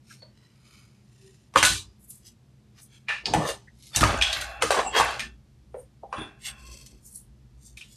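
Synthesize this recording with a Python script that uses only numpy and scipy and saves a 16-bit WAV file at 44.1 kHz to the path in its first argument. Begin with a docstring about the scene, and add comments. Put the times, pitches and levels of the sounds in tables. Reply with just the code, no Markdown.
"""A bathroom counter: plastic make-up tubes and caps are put down, picked up and rummaged through near a phone.
They click, knock and jostle as shaped noise bursts and short tones; rubs are grainy, filtered noise.
Heavier bumps boom as decaying sines in the counter, and a container rings in fuzzy narrow bands.
The small hard room answers every contact, over a low ventilation rumble of filtered noise."""
import sys
import numpy as np
from scipy import signal
from scipy.fft import rfft, irfft, next_fast_len
from scipy.io import wavfile
from scipy.ndimage import map_coordinates

SR = 44100
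rng = np.random.default_rng(int(sys.argv[2]) if len(sys.argv) > 2 else 0)


def inscribe(sig):
    """Save sig as 16-bit PCM at rate SR to the path in sys.argv[1].

    A 1-D sig is mono; a 2-D sig holds one channel per row.
    Samples are clipped to [-1, 1] before scaling.
    """
    pcm = np.round(np.clip(np.atleast_2d(sig).T, -1, 1) * 32767)
    wavfile.write(sys.argv[1], SR, pcm.astype(np.int16))


N = 351035
SIZE = 32768  # longest single sound [samples]
T = np.arange(SIZE) / SR
HZ = np.fft.rfftfreq(SIZE, 1 / SR)

# Ventilation spectrum, relative: (frequency [Hz], density [dB per Hz])
VENT_SPECTRUM = [(20, -43.5), (40, -28.5), (58, -9.5), (78, -12.5), (100, -11), (128, 1), (165, -18.5),
                 (207, -6), (260, -21.5), (320, -19), (500, -29), (1400, -37), (5000, -40), (13000, -50.5)]
# Deepest room mode, stirred by the heavier bumps: (time [s], relative level [dB])
ROOM_MODE_LEVEL = [(0, -72), (1.53, -69.5), (1.72, -49), (1.95, -63.5), (3.1, -68), (3.39, -48),
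                   (3.95, -65.5), (4.17, -30), (4.45, -47.5), (5.55, -51), (6, -58), (6.6, -50),
                   (7.96, -59)]
# Decay of the room's reflections: (frequency [Hz], time to fall 60 dB [s])
ROOM_DECAY = [(200, 0.29), (700, 0.4), (2000, 0.38), (5000, 0.66), (12000, 0.43)]
# Sideways scatter against the centre: (frequency [Hz], level [dB])
SIDE_LEVEL = [(2500, -73), (4500, -29.5), (8000, -3.5), (13000, -14.5)]
# Bumps on the counter: (time [s], level [dB], softness: corner above which modes weaken [Hz])
COUNTER_BUMPS = [(1.558, -33.5, 350), (1.627, -33.5, 260), (1.703, -29.5, 136.9), (3.298, -36.5, 251),
                 (3.344, -30.5, 401.3), (3.373, -35, 260), (3.965, -26.5, 109.6), (4.01, -15.5, 151),
                 (4.363, -34.5, 78), (4.636, -38.5, 380), (4.997, -36, 195), (6.181, -40.5, 379)]
# Modes of the counter: (frequency [Hz], level [dB], time to fall 60 dB [s])
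COUNTER_MODES = [(58.2, -3.5, 0.45), (93.84, -2.5, 0.44), (117.2, -1.5, 0.29), (157, -0.5, 0.19),
                 (231.1, 1, 0.21), (308, 6, 0.31), (400, -3, 0.58)]
# Blows on the container: (time [s], level [dB], brightness [dB per octave], time to fall 60 dB [s], length [s])
CONTAINER_BLOWS = [(3.088, -43.5, 2, 0.42, 0.069), (5.197, -42, 11, 0.26, 0.21), (4.04, -38, 3.5, 3, 1),
                   (4.22, -58.5, -10, 3.7, 0.85), (5.0, -33.5, 2.5, 1.14, 0.2),
                   (6.16, -41.5, 5, 0.47, 0.43), (6.46, -50.5, 9, 0.58, 0.64)]
# Resonances of the container: (frequency [Hz], width [Hz], level [dB])
CONTAINER_MODES = [(654, 140, 3.5), (806, 68, 4), (1104, 50, -3.5), (1549, 490, 4), (1630, 44, -6),
                   (2480, 330, -5.5), (2680, 29, -4.5), (3390, 220, -10.5)]
# Loose items jostling: (start [s], end [s], tick density [1/s], level at the start [dB], fall by the end [dB])
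JOSTLE_SPELLS = [(1.658, 1.77, 85, -25, 5), (4.047, 4.466, 50, -22.5, 8.5), (4.719, 4.84, 33, -21, 10),
                 (5.022, 5.183, 68, -17, 25)]
# Rubs of fingers, cases and the bag: (time of the peak [s], swell time [s], level [dB], centre [Hz])
RUB_STROKES = [(0.129, 0.05, -51, 5060), (0.439, 0.13, -65.5, 3400), (.75, 0.18, -58, 3900),
               (1.27, 0.21, -63, 4240), (1.77, 0.034, -40, 5190), (2.04, 0.036, -58.5, 10570),
               (2.106, 0.017, -39, 11200), (2.14, 0.051, -52, 10040), (2.278, 0.033, -49.5, 5990),
               (2.79, 0.029, -53.5, 3200), (2.833, 0.03, -52, 9030), (2.948, 0.057, -57.5, 3800),
               (3.289, 0.026, -31, 640), (3.379, .052, -25, 172), (3.391, 0.07, -30, 620),
               (3.455, 0.06, -29.5, 1070), (3.485, .048, -33, 4520), (3.868, 0.066, -50.5, 6300),
               (3.956, 0.016, -31.5, 3250), (4.11, 0.082, -28, 760), (4.38, 0.12, -36.5, 2780),
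               (4.623, 0.0095, -25.5, 1430), (4.796, .028, -19.5, 980), (4.874, 0.043, -32.5, 676),
               (4.974, 0.03, -17, 1400), (4.991, 0.021, -24, 5700), (5.11, 0.071, -35, 1830),
               (5.241, 0.076, -50.5, 231.3), (5.8, 0.038, -61.5, 9460), (6.22, 0.054, -44, 305),
               (6.471, .033, -32, 4700), (6.719, 0.16, -59.5, 328), (6.938, 0.033, -60, 348),
               (6.749, .15, -49.5, 5340), (7.069, 0.03, -47.5, 9350), (7.159, 0.047, -42.5, 9080),
               (7.67, 0.056, -54, 7860), (7.931, 0.055, -54.5, 6450)]
# Spectral spread of a rub, broadest in the middle range: (centre [Hz], spread [octaves])
RUB_SPREAD = [(200, 0.26), (800, .8), (2500, 1), (6000, .6), (10000, 0.29)]
# Rubs that make one narrow resonance sing: (time of the peak [s], swell time [s], level [dB], centre [Hz])
SINGING_RUBS = [(.24, 0.035, -52, 4370), (1.28, 0.043, -47.5, 392.8), (1.8, 0.032, -43, 3860),
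                (4.88, 0.035, -36, 7700), (4.88, 0.031, -36.5, 2740), (5.236, .045, -44.5, 1802),
                (5.8, 0.039, -58.5, 8900), (6.22, 0.047, -42, 3440), (6.2, 0.052, -53, 9500),
                (6.6, 0.17, -56.5, 1067), (6.67, 0.17, -57.5, 2650)]
# Short pitched knocks and ticks: (time of the peak [s], level [dB], centre [Hz])
PITCHED_KNOCKS = [(0.11, -47, 1500), (1.564, -14, 510), (3.492, -24, 519), (3.681, -45.5, 1800),
                  (4.637, -19, 498), (5.756, -37.5, 548), (7.776, -42.5, 2400), (7.814, -40.5, 2600)]
# Contacts of tubes and caps: (time [s], relative level [dB], main resonance [Hz],
# treble slope above it [dB per octave], rebound [dB], room answer [dB], length of the answer [s])
ITEM_CONTACTS = [(0.106, -68, 1640, -5, -11, -4, 0.12), (0.221, -52.5, 595, -5, -15, -7.5, 0.15),
                 (1.539, -48, 1100, -2.5, -18, -17, .06), (1.559, -19, 1184, -4.5, -3, -8, 0.47),
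                 (1.575, -26, 3190, -2, -0.5, -7, .16), (1.628, -19, 1500, -1, -2.5, -7.5, 0.11),
                 (1.65, -22.5, 3730, 2, -7, -4.5, 0.17), (2.106, -53, 8000, 2.5, -11.5, -6.5, 0.12),
                 (3.085, -31.5, 2590, -13, -21.5, 0.5, 0.15), (3.091, -34.5, 1750, -8.5, -7.5, 1, 0.12),
                 (3.257, -29, 4810, -15.5, -3.5, -8.5, 0.097), (3.337, -22, 860, -3.5, -5.5, -8.5, .5),
                 (3.489, -33, 540, -1, -14, -8, 0.078), (3.961, -21.5, 5970, 2, -10, -13, .5),
                 (3.969, -32, 833, -0.5, -12.5, -1.5, 0.44), (4.009, -28.5, 1440, 0.5, -1.5, -18, .35),
                 (4.03, -15.5, 1250, -12, -14, -26, .4), (4.038, -22.5, 1090, -3, -14.5, -4.5, .65),
                 (4.213, -26.5, 2580, -8, -24, -4.5, .3), (4.223, -21, 3300, -7.5, -13, -5.5, 0.21),
                 (4.329, -25.5, 4010, -8, -14.5, -13, 0.21), (4.411, -37, 3340, 1.5, -12, -8, 0.054),
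                 (4.623, -24.5, 1250, -1, -7, -8, .16), (4.706, -21, 580, -2.5, -2, -5, 0.17),
                 (4.744, -32.5, 800, -3, -16.5, -0.5, .35), (4.803, -30.5, 1270, -5, -14.5, -16, 0.093),
                 (4.963, -27.5, 950, -3, -14.5, 0.5, 0.4), (4.999, -20.5, 1100, -5, 0, -8, 0.29),
                 (5.195, -30.5, 2560, -5, 0, -10.5, 0.078), (5.743, -34, 514, -13.5, -3, -7.5, 0.1),
                 (6.033, -37, 800, -31.5, -22, -10.5, 0.11), (6.127, -33.5, 1054, -8.5, -7, -3, .2),
                 (6.182, -41, 1290, -6.5, -15, -16, .15), (6.216, -44, 1094, -7, -22.5, -5, .16),
                 (6.863, -50, 5770, 3, -29.5, -14, .06), (7.772, -51.5, 3550, 1, -7, -3.5, .12),
                 (7.811, -49, 2970, -7, -21, -9, 0.12)]
# Resonances shared by the hollow plastic cases: (frequency [Hz], width [Hz], boost [dB])
CASE_MODES = [(490, 38, 2), (804, 29, 4), (1190, 17, 3.5), (1330, 25, -1.5), (1773, 17, 10.5),
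              (2639, 540, 3.5), (2690, 64, -4.5), (4000, 100, 3), (6357, 180, 5), (8760, 1200, 6)]


def amp(db):
    """Decibels to gain."""
    return 10 ** (np.asarray(db) / 20)


def unit(x):
    """Scaled to rms 1."""
    return x / np.sqrt(np.mean(x ** 2) + 1e-20)


def along(points, hz):
    """(frequency [Hz], value) points joined on a log axis."""
    f, v = np.transpose(points)
    return np.interp(np.log(hz + 1), np.log(f + 1), v)


def add(track, s, sound):
    """Mix a sound into the track from time s on."""
    start = max(round(s * SR), 0)
    part = track[start:start + len(sound)]
    part += sound[:len(part)]


def wobble(rate, size):
    """A random curve of straight segments, rate knots per SR points."""
    knots = rng.standard_normal(1024)
    return map_coordinates(knots, [np.arange(size) * rate / SR], order=1, mode="wrap")


def filtered(x, gain):
    """A whole track times a gain that depends on frequency."""
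    m = next_fast_len(N + SIZE)
    return irfft(rfft(x, m) * gain(np.fft.rfftfreq(m, 1 / SR)), m)[..., :N]


def coloured(x, gain):
    """A causal (minimum-phase) filter with the given gain at HZ: nothing sounds before the blow."""
    cepstrum = irfft(np.log(np.maximum(gain, 1e-6)))
    cepstrum[1:SIZE // 2] *= 2
    cepstrum[SIZE // 2 + 1:] = 0
    return irfft(rfft(x) * np.exp(rfft(cepstrum)))


def resonance(hz, centre_hz, width_hz):
    """Gain of one resonance, 1 at its centre."""
    return 1 / np.sqrt(1 + (2 * (hz - centre_hz) / width_hz) ** 2)


def ventilation():
    """A steady low rumble with a faint hiss; the deepest room mode swells and sinks."""
    air_db, mode_db = -57, -1
    mode_hz, mode_width_hz = 58, 16
    air = unit(filtered(rng.standard_normal(N), lambda hz: amp(along(VENT_SPECTRUM, hz))))
    deep = unit(filtered(rng.standard_normal(N), lambda hz: resonance(hz, mode_hz, mode_width_hz) ** 2))
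    swell_db = np.interp(np.arange(N) / SR, *np.transpose(ROOM_MODE_LEVEL))
    return amp(air_db) * air + amp(swell_db + mode_db) * deep


def room_answer():
    """Dense reflections as noise; each frequency dies at its own speed."""
    hz, t, z = signal.stft(rng.standard_normal(SIZE), SR, nperseg=256)
    decay = amp(-60 * t / along(ROOM_DECAY, hz)[:, None])
    return signal.istft(z * decay, SR, nperseg=256)[1][:SIZE]


def bumps():
    """Heavier blows boom in the counter; soft ones reach mainly its lowest modes."""
    attack_s, length_s = 0.002, 0.36
    waver_rad, waver_rate = 0.98, 25  # random phase drift of each mode, knots a second
    track = np.zeros(N)
    for s, db, soft_hz in COUNTER_BUMPS:
        boom = np.zeros(SIZE)
        for hz, level, t60 in COUNTER_MODES:
            softening = np.sqrt(1 + (hz / soft_hz) ** 4)
            phase = 2 * np.pi * hz * T + waver_rad * wobble(waver_rate, SIZE)
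            boom += amp(level - 60 * T / t60) / softening * np.sin(phase)
        envelope = (1 - np.exp(-T / attack_s)) * np.exp(-(T / length_s) ** 4)
        add(track, s, amp(db) * envelope * boom)
    return track


def chimes():
    """A struck container rings on in fuzzy lines: noise through narrow resonances, dying away."""
    attack_s, tilt_pivot_hz = 0.012, 1500
    track = np.zeros(N)
    for s, db, tilt_db, t60, length in CONTAINER_BLOWS:
        ring = np.zeros(SIZE)
        for hz, width, level in CONTAINER_MODES:
            line = irfft(rfft(rng.standard_normal(SIZE)) * resonance(HZ, hz, width) ** 2)
            ring += amp(level + tilt_db * np.log2(hz / tilt_pivot_hz)) * unit(line) / np.sqrt(2)
        envelope = (1 - np.exp(-T / attack_s)) * np.exp(-(T / length) ** 6)
        add(track, s, amp(db - 60 * T / t60) * envelope * ring)
    return track


def jostles():
    """Small irregular ticks, each a brief ring of two modes of some cap or tube."""
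    tick_hz, pitch_spread = 2800, 0.55  # spread in natural-log units
    cycles, size_db = 9, 2.0  # cycles to fall to 1/e; random spread of level
    track = np.zeros(N)
    t = T[:SR // 20]
    for start, end, density, db, fall_db in JOSTLE_SPELLS:
        draws = rng.standard_normal((64, 4))  # gap, size and two pitches of each tick
        times = start + np.cumsum(np.abs(draws[:, 0])) / density
        for s, (_, size, *pitches) in zip(times[times < end], draws):
            hz = np.clip(tick_hz * np.exp(pitch_spread * np.array(pitches)), 1500, 11000)[:, None]
            tick = np.mean(np.sin(2 * np.pi * hz * t) * np.exp(-hz * t / cycles), axis=0)
            tick_db = db + size_db * size - fall_db * (s - start) / (end - start)
            add(track, s, amp(tick_db) * tick)
    return track


def strokes():
    """All rubs and knocks as (peak [s], rise [s], fall [s], level [dB], centre [Hz], spread [octaves])."""
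    fall_over_rise = 1.07  # a rub dies a little slower than it swells
    sing_octaves = 0.028
    knock_rise_s, knock_fall_s, knock_octaves = 0.005, 0.016, 0.092  # brief and narrow
    rubs = [(s, swell, fall_over_rise * swell, db, hz, along(RUB_SPREAD, hz))
            for s, swell, db, hz in RUB_STROKES]
    sings = [(s, swell, fall_over_rise * swell, db, hz, sing_octaves)
             for s, swell, db, hz in SINGING_RUBS]
    knocks = [(s, knock_rise_s, knock_fall_s, db, hz, knock_octaves) for s, db, hz in PITCHED_KNOCKS]
    return rubs + sings + knocks


def slides():
    """Tiny slips and catches as noise; a narrow resonance makes a long rub sing and pitches a short knock."""
    grain_db, grain_rate = 3, 450  # slips, knots a second
    catch_db, catch_rate = 1.5, 70  # catches, knots a second
    edge_db, ripple_db = 12, 6  # drop one rise or fall time from the peak; spectral ripple
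    track = np.zeros(N)
    for s, rise, fall, db, centre_hz, octaves in strokes():
        start = max(s - 2.5 * rise, 0)
        t = T + start - s
        distance = np.abs(np.where(t < 0, t / rise, t / fall))
        stroke = amp(db - edge_db * distance ** 1.32)
        grain = grain_db * wobble(grain_rate, SIZE) + catch_db * wobble(catch_rate, SIZE)
        slips = rng.standard_normal(SIZE) * amp(grain)
        body = np.exp(-(np.log2((HZ + 1) / centre_hz) / (2 * octaves)) ** 2) / np.sqrt(HZ + 1)
        body = body * amp(ripple_db * wobble(400, len(HZ)))  # many small resonances of the case
        add(track, start, stroke * unit(coloured(slips, body)))
    return track


def small_modes():
    """Every blow wakes its own set of narrow resonances: a random gain at HZ."""
    return unit(amp(3.8 * wobble(520, len(HZ))))


def item_colour(main_hz, treble_db):
    """Gain at HZ of a struck item: its main resonance and slopes, the cases' modes and small ones."""
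    main_db, main_q = 8, 6
    bass_loss_db, bass_curve = 7, 1.61  # loss one octave under the main resonance; power of its growth
    low_hz, high_hz = 400, 9800
    cases = 1 + sum((amp(db) - 1) * resonance(HZ, hz, width) ** 2 for hz, width, db in CASE_MODES)
    # small objects radiate little bass; the power per octave is otherwise level up to high_hz
    low_cut, high_cut = 1 + (low_hz / (HZ + 1)) ** 8, 1 + (HZ / high_hz) ** 6
    radiation = np.sqrt(SR / 2 / (HZ + 1) / low_cut / high_cut)
    octaves = np.log2((HZ + 1) / main_hz)
    bass_db = bass_loss_db * np.maximum(-octaves, 0) ** bass_curve
    slopes = amp(treble_db * np.maximum(octaves, 0) - bass_db)
    item = 1 + (amp(main_db) - 1) * resonance(HZ, main_hz, main_hz / main_q) ** 2
    return slopes * radiation * cases * item * small_modes()


def contacts():
    """Contact and rebound: graze, snap, crackle and room answer through the item's resonances."""
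    clack_db, clack_t60, snap_db = 3, 0.0054, 12  # t60: seconds to fall 60 dB
    crack_db, crack_t60 = 0, 0.071
    graze_db, graze_rise_s, onset_s = -17, 0.0057, 0.0025  # onset of the room answer
    rebound_s = 0.009  # the other end of an item lands this much later
    lead = SR // 40  # samples of graze before the blow
    track = np.zeros(N)
    for s, db, main_hz, treble_db, rebound_db, room_db, length in ITEM_CONTACTS:
        colour = item_colour(main_hz, treble_db)
        for delay, strike_db in (0, db), (rebound_s, db + rebound_db):
            # surfaces brush just before they meet
            graze_swell = np.exp(-T[:lead][::-1] / graze_rise_s)
            graze = amp(graze_db) * graze_swell * rng.standard_normal(lead)
            clack = amp(clack_db - 60 * T / clack_t60)  # stiff walls give up their energy at once
            crackle = amp(crack_db - 60 * T / crack_t60)
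            burst = (clack + crackle) * rng.standard_normal(SIZE)
            burst[0] += amp(snap_db)
            answer = amp(room_db) * (1 - np.exp(-T / onset_s)) * room_answer()
            blow = (burst + answer) * np.exp(-(T / length) ** 4)  # the tail ends abruptly
            strike = coloured(np.concatenate([graze, blow])[:SIZE], colour)
            add(track, s + delay - lead / SR, amp(strike_db) * strike)
    return track


def scene():
    """Everything is straight ahead; only the treble scatters to the sides."""
    mid = ventilation() + bumps() + chimes() + jostles() + slides() + contacts()
    scatter = rng.standard_normal(256) * np.hanning(256)
    scattered = signal.fftconvolve(mid, scatter / np.linalg.norm(scatter))[:N]
    side = filtered(scattered, lambda hz: amp(along(SIDE_LEVEL, hz)))
    return np.array([mid + side, mid - side])


def record(dry):
    """The phone rounds off the highest peaks and drops the deepest bass and all above its band limit."""
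    ceiling, bottom_hz, top_hz = 0.7, 44, 13150
    rounded = dry / (1 + (dry / ceiling) ** 6) ** (1 / 6)
    return filtered(rounded, lambda hz: 1 / np.sqrt(
        (1 + (bottom_hz / (hz + 1)) ** 8) * (1 + (hz / top_hz) ** 160)))


dry = scene()
out = record(dry)
inscribe(out)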